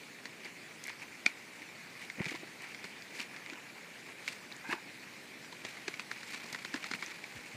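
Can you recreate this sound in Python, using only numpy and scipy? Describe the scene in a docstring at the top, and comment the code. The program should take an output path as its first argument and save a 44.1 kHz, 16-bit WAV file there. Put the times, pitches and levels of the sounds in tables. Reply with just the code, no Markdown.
"""On a lawn, a dog wallows in a shallow muddy puddle and shakes itself a few metres from a small microphone.
A quiet outdoor hush of filtered noise lies under streams of tiny bubble tones that fizz as water is churned.
Low plops and paw thuds are gliding tones with slosh noise; drips are rising tones, ticks short bright noise.
One snort is noise through nose resonances. Slaps and flaps are volleys of drops with a crack, thump and spray.
The microphone port colours the hush, the bubbles and the cracks and spray."""
import sys
import numpy as np
from scipy import signal
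from scipy.io import wavfile
from scipy.ndimage import uniform_filter1d

SR = 44100
rng = np.random.default_rng(int(sys.argv[2]) if len(sys.argv) > 2 else 0)


def wrap_up_sound(samples):
    """Save the sound to the file named by the first command line argument, as 16-bit audio."""
    columns = np.atleast_2d(samples).T
    # keep every value between -1 and 1, then stretch to whole-number steps
    tamed = np.clip(columns, -1, 1)
    steps = np.round(tamed * 32767).astype(np.int16)
    wavfile.write(sys.argv[1], SR, steps)


N = 333616  # length in samples

# low plops of paws and body: (time [s], peak level [dB], nominal pitch [Hz])
PLOPS = [(0.45, -45, 368), (2.179, -37, 238), (2.195, -40, 370), (2.201, -25, 191), (2.259, -37, 164),
         (2.314, -35, 318), (2.341, -38, 333), (2.429, -39.5, 367), (2.842, -47.5, 173), (3.522, -40, 328),
         (4.689, -36.5, 291), (4.726, -35.5, 358), (4.737, -37, 340), (5.646, -46, 244), (5.88, -32.5, 406),
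         (6.33, -49, 220), (6.437, -44, 189), (6.543, -47, 205), (6.742, -29.5, 288), (6.939, -44, 209)]
# wet ears and coat flapping as the dog shakes:
# (time [s], peak level of the crack [dB], pitch of the trapped air [Hz], spray against that peak [dB rms])
FLAPS = [(5.526, -36, 1480, -13), (5.65, -35.5, 2100, -4), (5.77, -38, 2100, -21),
         (5.88, -27.5, 1600, -7.5), (5.94, -35, 2270, -12), (5.996, -25.5, 2680, -23),
         (6.1144, -26, 1860, -21), (6.231, -37.5, 2000, -11), (6.304, -43, 2170, -10),
         (6.337, -40, 2130, -16), (6.346, -30, 2270, -15), (6.399, -40, 2250, -26), (6.4411, -43, 2270, -4),
         (6.529, -36, 2500, -6.5), (6.5467, -28.5, 1970, -16), (6.588, -40, 2290, -11),
         (6.649, -28.5, 2220, -16), (6.7412, -28, 1710, -10), (6.761, -38.5, 2200, -5),
         (6.842, -28, 2220, -15), (6.9134, -27, 2100, -10), (6.9366, -26.5, 2270, -15.5),
         (7.025, -27, 2160, -18), (7.08, -40, 2300, -14), (7.1173, -35.5, 2350, -18),
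         (7.185, -43, 1700, -23), (7.239, -48, 2240, -2)]
LEAD_S = 0.01  # the first drops of a slap or flap come this long before its crack


def gain_of(db):
    """Turns decibels into a factor."""
    return 10 ** (np.asarray(db) / 20)


def evened(x):
    """Scales to an rms of 1."""
    return x / np.sqrt(np.mean(x ** 2) + 1e-20)


def peaked(x):
    """Scales to a peak of 1."""
    return x / (abs(x).max() + 1e-12)


def fullest(x):
    """Scales so that the loudest 6 ms have an rms of 1."""
    return x / np.sqrt(uniform_filter1d(x ** 2, size=265).max() + 1e-20)


def add(mix, s, sound):
    """Mixes a sound in at a time in seconds."""
    part = mix[round(s * SR):][:len(sound)]
    part += sound[:len(part)]


def passed(x, hz, kind):
    """Gentle low-pass or high-pass."""
    return signal.sosfilt(signal.butter(2, hz, kind, fs=SR, output="sos"), x)


def passed_twice(x, hz, kind):
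    """The same filter two times over, for a steeper slope."""
    return passed(passed(x, hz, kind), hz, kind)


def port(x):
    """The small opening of the microphone favours some pitches; the filter never sounds ahead of its input."""
    # colour of the microphone port: (frequency [Hz], gain [dB])
    colour = [(18, -58), (30, -43), (120, -4.5), (177, 0), (269, 1), (589, -5.5), (1260, -9), (1550, -6),
              (1950, -3), (2330, -1), (2750, -8.5), (3210, -11.5), (4400, -10.5), (5560, -15),
              (7040, -15.5), (14200, -27.5), (15400, -25)]
    f, db = np.transpose(colour)
    hz = abs(np.fft.fftfreq(2 ** 13, 1 / SR))
    gain_db = np.interp(np.log(hz + 1), np.log(f), db)
    log_gain = np.log(gain_of(np.maximum(gain_db, -100)))
    # the Hilbert transform finds the phase that puts the response as early as possible
    spectrum = np.exp(np.conj(signal.hilbert(log_gain)))
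    taps = np.fft.ifft(spectrum).real[:2 ** 11]
    return signal.oaconvolve(x, taps)[..., :x.shape[-1]]


def hush(level_db, patchy_db):
    """Distant wind, leaves and traffic: smooth noise with faint drifting patches."""
    frames = N // 128 + 5
    a, b, patches = rng.standard_normal((frames, 257, 3)).T
    patches = uniform_filter1d(patches, size=8, axis=0)  # blur over frequency
    patches = evened(uniform_filter1d(patches, size=16, axis=1))  # blur over time
    patch_share = np.minimum(np.arange(257) / 12, 1)[:, None]  # less patchy towards the bass
    spectrogram = (a + 1j * b) * gain_of(patchy_db * patches * patch_share)
    noise = signal.istft(spectrogram, nperseg=512, noverlap=384)[1][:N]
    return gain_of(level_db) * evened(port(noise))


def yard(x, t60, delay_s):
    """Faint scatter from bodies, ground and trees: sparse taps of random sign that die quickly."""
    t = np.arange(round(0.3 * SR)) / SR
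    sparse = rng.standard_normal(len(t)) * (rng.random(len(t)) < 0.05)
    taps = sparse * gain_of(-60 * t / t60) * (t > delay_s)
    return signal.oaconvolve(x, taps / np.linalg.norm(taps))[:N]


def bubbles(low_hz, high_hz, per_s, size_db, cycles):
    """A steady stream of small bursting bubbles of uneven size, each a short tone rising in pitch."""
    t, out = np.arange(600) / SR, np.zeros(N)
    size = gain_of(size_db * np.minimum(rng.exponential(1, N), 5))
    size = size * (rng.random(N) < per_s / SR)  # bursts at random moments
    pitches = np.geomspace(low_hz, high_hz, num=8)
    kind = rng.integers(0, len(pitches), N)
    for k, hz in enumerate(pitches):
        tone = np.sin(2 * np.pi * hz * t * (1 + 0.0082 * hz * t))
        fade = np.exp(-hz * t / cycles) * (1 - np.exp(-hz * t))
        out += signal.oaconvolve(size * (kind == k), tone * fade * hz ** 0.74)[:N]
    out = port(out)
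    return out / np.sqrt(uniform_filter1d(out ** 2, size=3000) + 1e-20)  # keep the level steady


def swells():
    """Every stir of the water as (centre [s], half length [s], levels of large, middling, tiny bubbles [dB])."""
    # gushes of churned water:
    # (centre [s], half length [s], level of middling bubbles [dB], tiny bubbles against that level [dB])
    gushes = [(0.28, 0.021, -55, -3), (0.46, 0.022, -51, -5), (0.88, 0.035, -56.5, 0.5),
              (1.024, 0.021, -50, -4), (1.286, 0.019, -48, -4.5), (1.617, 0.029, -54, -6),
              (2.023, 0.034, -50.5, -1.5), (2.218, 0.023, -45, -14), (2.311, 0.05, -43.5, -2.5),
              (2.664, 0.064, -52, -6.5), (2.853, 0.013, -44.5, -4), (3.207, 0.044, -48, 0),
              (3.475, 0.14, -52.5, -24), (4.3, 0.042, -50.5, 3), (4.716, 0.021, -45.5, 0),
              (5.688, 0.027, -52, 3.5), (6.318, 0.038, -52, 4)]
    # burst of drops flung by each flap: (large, middling, tiny [dB against the peak of the flap])
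    fling_db = [-44, -21, -22]
    off = -120
    rows = []
    for s, half, db, fizz_db in gushes:
        gurgle_db = db - 15 - 0.34 * fizz_db  # the less fizz, the more large bubbles
        rows.append((s, half, [gurgle_db, db, db + fizz_db]))
    for s, db, _ in PLOPS:  # each plop frees large bubbles
        rows.append((s + 0.014, 0.0088, [-35.5 + 0.57 * db, off, off]))
    for s, db, *_ in FLAPS:
        rows.append((s + 0.012, 0.008, np.add(fling_db, db)))
    rows.append((6.8, 0.83, [-63.5, -56, -54.5]))  # rain of drops from the shaking coat
    return rows


def churn(calm_db, lumpy_db):
    """Each stir swells and fades, raising the streams of large, middling and tiny bubbles by its own shares."""
    now = np.arange(0, N + 64, 64) / SR
    power = gain_of(calm_db)[:, None] ** 2
    for s, half, levels_db in swells():
        swell = np.exp(-abs((now - s) / half) ** 2)
        power = power + gain_of(levels_db)[:, None] ** 2 * swell
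    # water breaks in clumps about 10 ms long that all bubble sizes share
    lumps = evened(uniform_filter1d(rng.standard_normal(len(now)), size=7))
    lumps = evened(gain_of(lumpy_db * lumps))
    streams = (bubbles(751, 1379, 700, 1.5, cycles=7.0),
               bubbles(1655, 2784, 900, 2.0, cycles=3.1),
               bubbles(3050, 12500, 2500, 1.6, cycles=0.5))
    water = np.zeros(N)
    for stream, p in zip(streams, power):
        water += stream * np.interp(np.arange(N) / SR, now, np.sqrt(p) * lumps)
    return passed(water, 135, "high")


def plop(db, hz, t60, glide_per_s):
    """A cavity in water or mud closes: a few low cycles that swell, glide in pitch and carry a broad slosh."""
    t = np.arange(round(0.2 * SR)) / SR
    # the tone starts at 0.855 of its nominal pitch and moves by twice the glide a second
    turn = 2 * np.pi * hz * t * (0.855 + glide_per_s * t)
    swell = (1 - np.exp(-t / 0.012)) ** 3 * gain_of(-60 * t / t60)
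    slosh = passed_twice(rng.standard_normal(len(t)), 0.6 * hz, "high")
    slosh = evened(passed_twice(slosh, 600, "low"))
    cavity = np.sin(turn) + 0.16 * np.sin(1.95 * turn)
    return gain_of(db) * peaked(passed((cavity + 0.32 * slosh) * swell, 57, "high"))


def add_thuds(mix):
    """Soft paw thuds on the mud close by: plops whose pitch sags at first."""
    # (time [s], peak level [dB], nominal pitch [Hz])
    thuds = [(7.343, -45.5, 191), (7.535, -44, 190)]
    for s, db, hz in thuds:
        add(mix, s, plop(db, hz, t60=0.1, glide_per_s=-6.5))


def add_plops(mix):
    """Paws and body close cavities in the water; harder plops die in fewer cycles."""
    for s, db, hz in PLOPS:
        cycles = max(5.5 - 0.12 * (db + 42.5), 2)  # cycles of the nominal pitch in a 60 dB decay
        add(mix, s, plop(db, hz, cycles / hz, glide_per_s=8.4))


def drip(db, hz):
    """One bubble rings briefly as it nears the surface, its pitch climbing by 0.31 octave."""
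    u = np.linspace(0, 1, round(11.47 * SR / hz))  # 0 at the start, 1 at the end
    wobble = 1 + 0.5 * rng.standard_normal(12)  # uneven loudness
    pitch = hz * 2 ** (0.31 * (u - 0.5))
    tone = np.sin(2 * np.pi * np.cumsum(pitch) / SR) * np.sin(np.pi * u ** 0.7)
    return gain_of(db) * tone * np.interp(u, np.linspace(0, 1, len(wobble)), wobble)


def add_drips(mix):
    """Single drips, each one ringing bubble."""
    # (time [s], level before the uneven loudness [dB], pitch halfway [Hz])
    drips = [(0.447, -39, 4830), (.864, -38, 2180), (.885, -32.5, 2240), (1.258, -42, 732),
             (1.259, -38.5, 3600), (1.2648, -31, 4360), (2.199, -34, 2050), (2.343, -48, 727),
             (2.348, -44, 990), (2.283, -40, 2400), (2.295, -38, 2200), (3.022, -40, 4700),
             (4.523, -36, 4000), (4.565, -39.5, 6800), (4.726, -25, 1734), (4.73, -30.5, 2710),
             (4.73, -33, 1140), (7.24, -35.5, 2260), (7.062, -36, 6050)]
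    for s, db, hz in drips:
        add(mix, s, drip(db, hz))


def tick(db, low_hz):
    """A fleck of spray bursts: a few milliseconds of bright noise."""
    t = np.arange(round(0.02 * SR)) / SR
    fade = gain_of(-60 * t / 0.014) * np.minimum(t / 0.0004, 1)
    burst = passed_twice(rng.standard_normal(len(t)) * fade, low_hz, "high")
    return gain_of(db) * peaked(passed(burst, 5800, "low"))


def add_ticks(mix):
    """Bright ticks of fine spray."""
    # (time [s], peak level [dB], corner of the high-pass [Hz])
    ticks = [(0.839, -32.5, 3450), (.8704, -37, 6000), (2.62, -39, 4000), (4.328, -38, 3500),
             (6.527, -30, 3000)]
    for s, db, low_hz in ticks:
        add(mix, s, tick(db, low_hz))


def add_snort(mix):
    """Rough air through nose resonances that climb as the breath is forced out and then drop back."""
    # the breath: (time [s], level [dB])
    breath = [(4.631, -68), (4.645, -45.5), (4.685, -53), (4.7, -41), (4.722, -40.5), (4.745, -47),
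              (4.79, -51)]
    # resonances of nose and throat: (frequency at rest [Hz], level against the others [dB])
    resonances = [(910, -1), (1600, 1.5), (2080, -4), (2480, -2.5)]
    s, db = np.transpose(breath)
    t = np.arange(s[0], s[-1], 1 / SR)
    # around the strongest breath the resonances climb by 6 times their pitch a second
    stretch = np.interp(t, s[3:6], [1, 1 + 6 * (s[4] - s[3]), 1])
    air, out = rng.standard_normal(len(t)), 0
    r = np.exp(-np.pi * 190 / SR)  # each resonance is two passes, each 190 Hz wide
    for hz, peak_db in resonances:
        # shift the resonance down to 0 Hz, filter there and shift back, so it can move
        turn = np.exp(2j * np.pi * np.cumsum(hz * stretch) / SR)
        ringing = turn * signal.lfilter([1], [1, -2 * r, r * r], air / turn)
        out = out + gain_of(peak_db) * evened(ringing.real)
    add(mix, s[0], gain_of(np.interp(t, s, db)) * evened(out))


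def slap(db, hz, thump_db, spray_db, lead, hold_s, blow, chance):
    """First drops gather, a sheet of water cracks, spatters in dying drops and rings a pocket of air."""
    t = np.arange(chance.shape[1]) / SR - LEAD_S  # 0 at the crack
    dying = gain_of(-60 * np.maximum(t - hold_s, 0) / 0.024)
    shape = np.where(t < 0, lead * np.exp(t / 0.0025), dying)
    drops = chance[0] * (abs(chance[1]) > 1.8) * shape  # only a few samples carry a drop
    drops[round(LEAD_S * SR)] += blow

    ring = np.arange(500) / SR
    pocket = np.sin(2 * np.pi * hz * ring) * np.exp(-hz * ring / 1.8)
    crack = port(drops + 0.13 * np.convolve(drops, pocket)[:len(t)])
    crack = passed(passed_twice(crack, 1.02 * hz, "high"), 4200, "low")

    thump_band = signal.butter(5, [900, 1600], "band", fs=SR, output="sos")
    thump = signal.sosfilt(thump_band, drops)

    spray = passed_twice(chance[2], 2900, "high") * shape ** 0.85 * (0.4 + abs(chance[1]))
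    spray = port(passed_twice(spray, 6800, "low"))
    parts = peaked(crack) + gain_of(thump_db) * fullest(thump) + gain_of(spray_db) * fullest(spray)
    return gain_of(db) * parts


def add_blows(mix, table, base_thump_db, lead, hold_s, blow):
    """Adds a table of slaps or flaps; larger pockets of air, lower in pitch, thump more."""
    for (s, db, hz, spray_db), chance in zip(table, rng.standard_normal((len(table), 3, 3000))):
        thump_db = base_thump_db + 6.5 * np.log2(2200 / hz)  # 6.5 dB an octave below 2200 Hz
        add(mix, s - LEAD_S, slap(db, hz, thump_db, spray_db, lead, hold_s, blow, chance))


def add_slaps_and_flaps(mix):
    """Paws and body slap the water, then ears and coat flap; flesh thumps more than water."""
    # slaps on the water:
    # (time [s], peak level of the crack [dB], pitch of the trapped air [Hz], spray against that peak [dB rms])
    slaps = [(0.2556, -30, 1860, -13.5), (0.8805, -33, 2100, -18), (0.8952, -30, 2090, -39),
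             (0.9006, -32, 1000, -26), (1.2627, -11, 2400, -24.5), (2.1006, -28.5, 2170, -25),
             (2.2184, -35, 2010, -34), (2.244, -29, 2250, -26), (2.2563, -26.5, 2380, -27),
             (2.2618, -34.5, 2360, -7.5), (2.3514, -34, 2310, -19), (2.359, -34, 2100, -17),
             (2.7467, -32, 2210, -23), (2.8423, -34.5, 2220, -7), (3.197, -34, 2500, -11),
             (3.2035, -24, 2900, -27), (3.363, -37, 2300, -11), (3.462, -34, 2210, -25),
             (3.4994, -31.5, 2390, -37), (3.5336, -34.5, 1640, -16), (4.2785, -22, 2220, -29.5),
             (4.2853, -27, 2660, -24), (4.5166, -37.5, 2280, -14), (4.7275, -27, 1220, -44)]
    # lead: level of the first drops against the later ones; hold_s: time at full level;
    # blow: strength of the first blow against the drops
    add_blows(mix, slaps, base_thump_db=-30, lead=0.35, hold_s=0.0008, blow=6)
    add_blows(mix, FLAPS, base_thump_db=-16.5, lead=0.42, hold_s=0.002, blow=3)


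def scene():
    """Water events, their scatter, the churn and the hush, alike in both channels."""
    water = np.zeros(N)
    add_slaps_and_flaps(water)
    add_drips(water)
    add_ticks(water)
    add_snort(water)
    mono = water + gain_of(-17) * yard(water, t60=0.07, delay_s=0.006)
    add_plops(mono)
    add_thuds(mono)
    mono += churn(calm_db=[-68, -58, -66], lumpy_db=3.0)  # calm water: large, middling, tiny bubbles
    mono += hush(level_db=-52, patchy_db=2.0)
    return np.array([mono, mono])


def record(dry):
    """A steep low-pass takes away the treble above about 15 kHz."""
    taps = signal.firwin(1501, 15360, window=("kaiser", 9), fs=SR)
    return signal.oaconvolve(dry, taps[None], "same")


dry = scene()
out = record(dry)
wrap_up_sound(out)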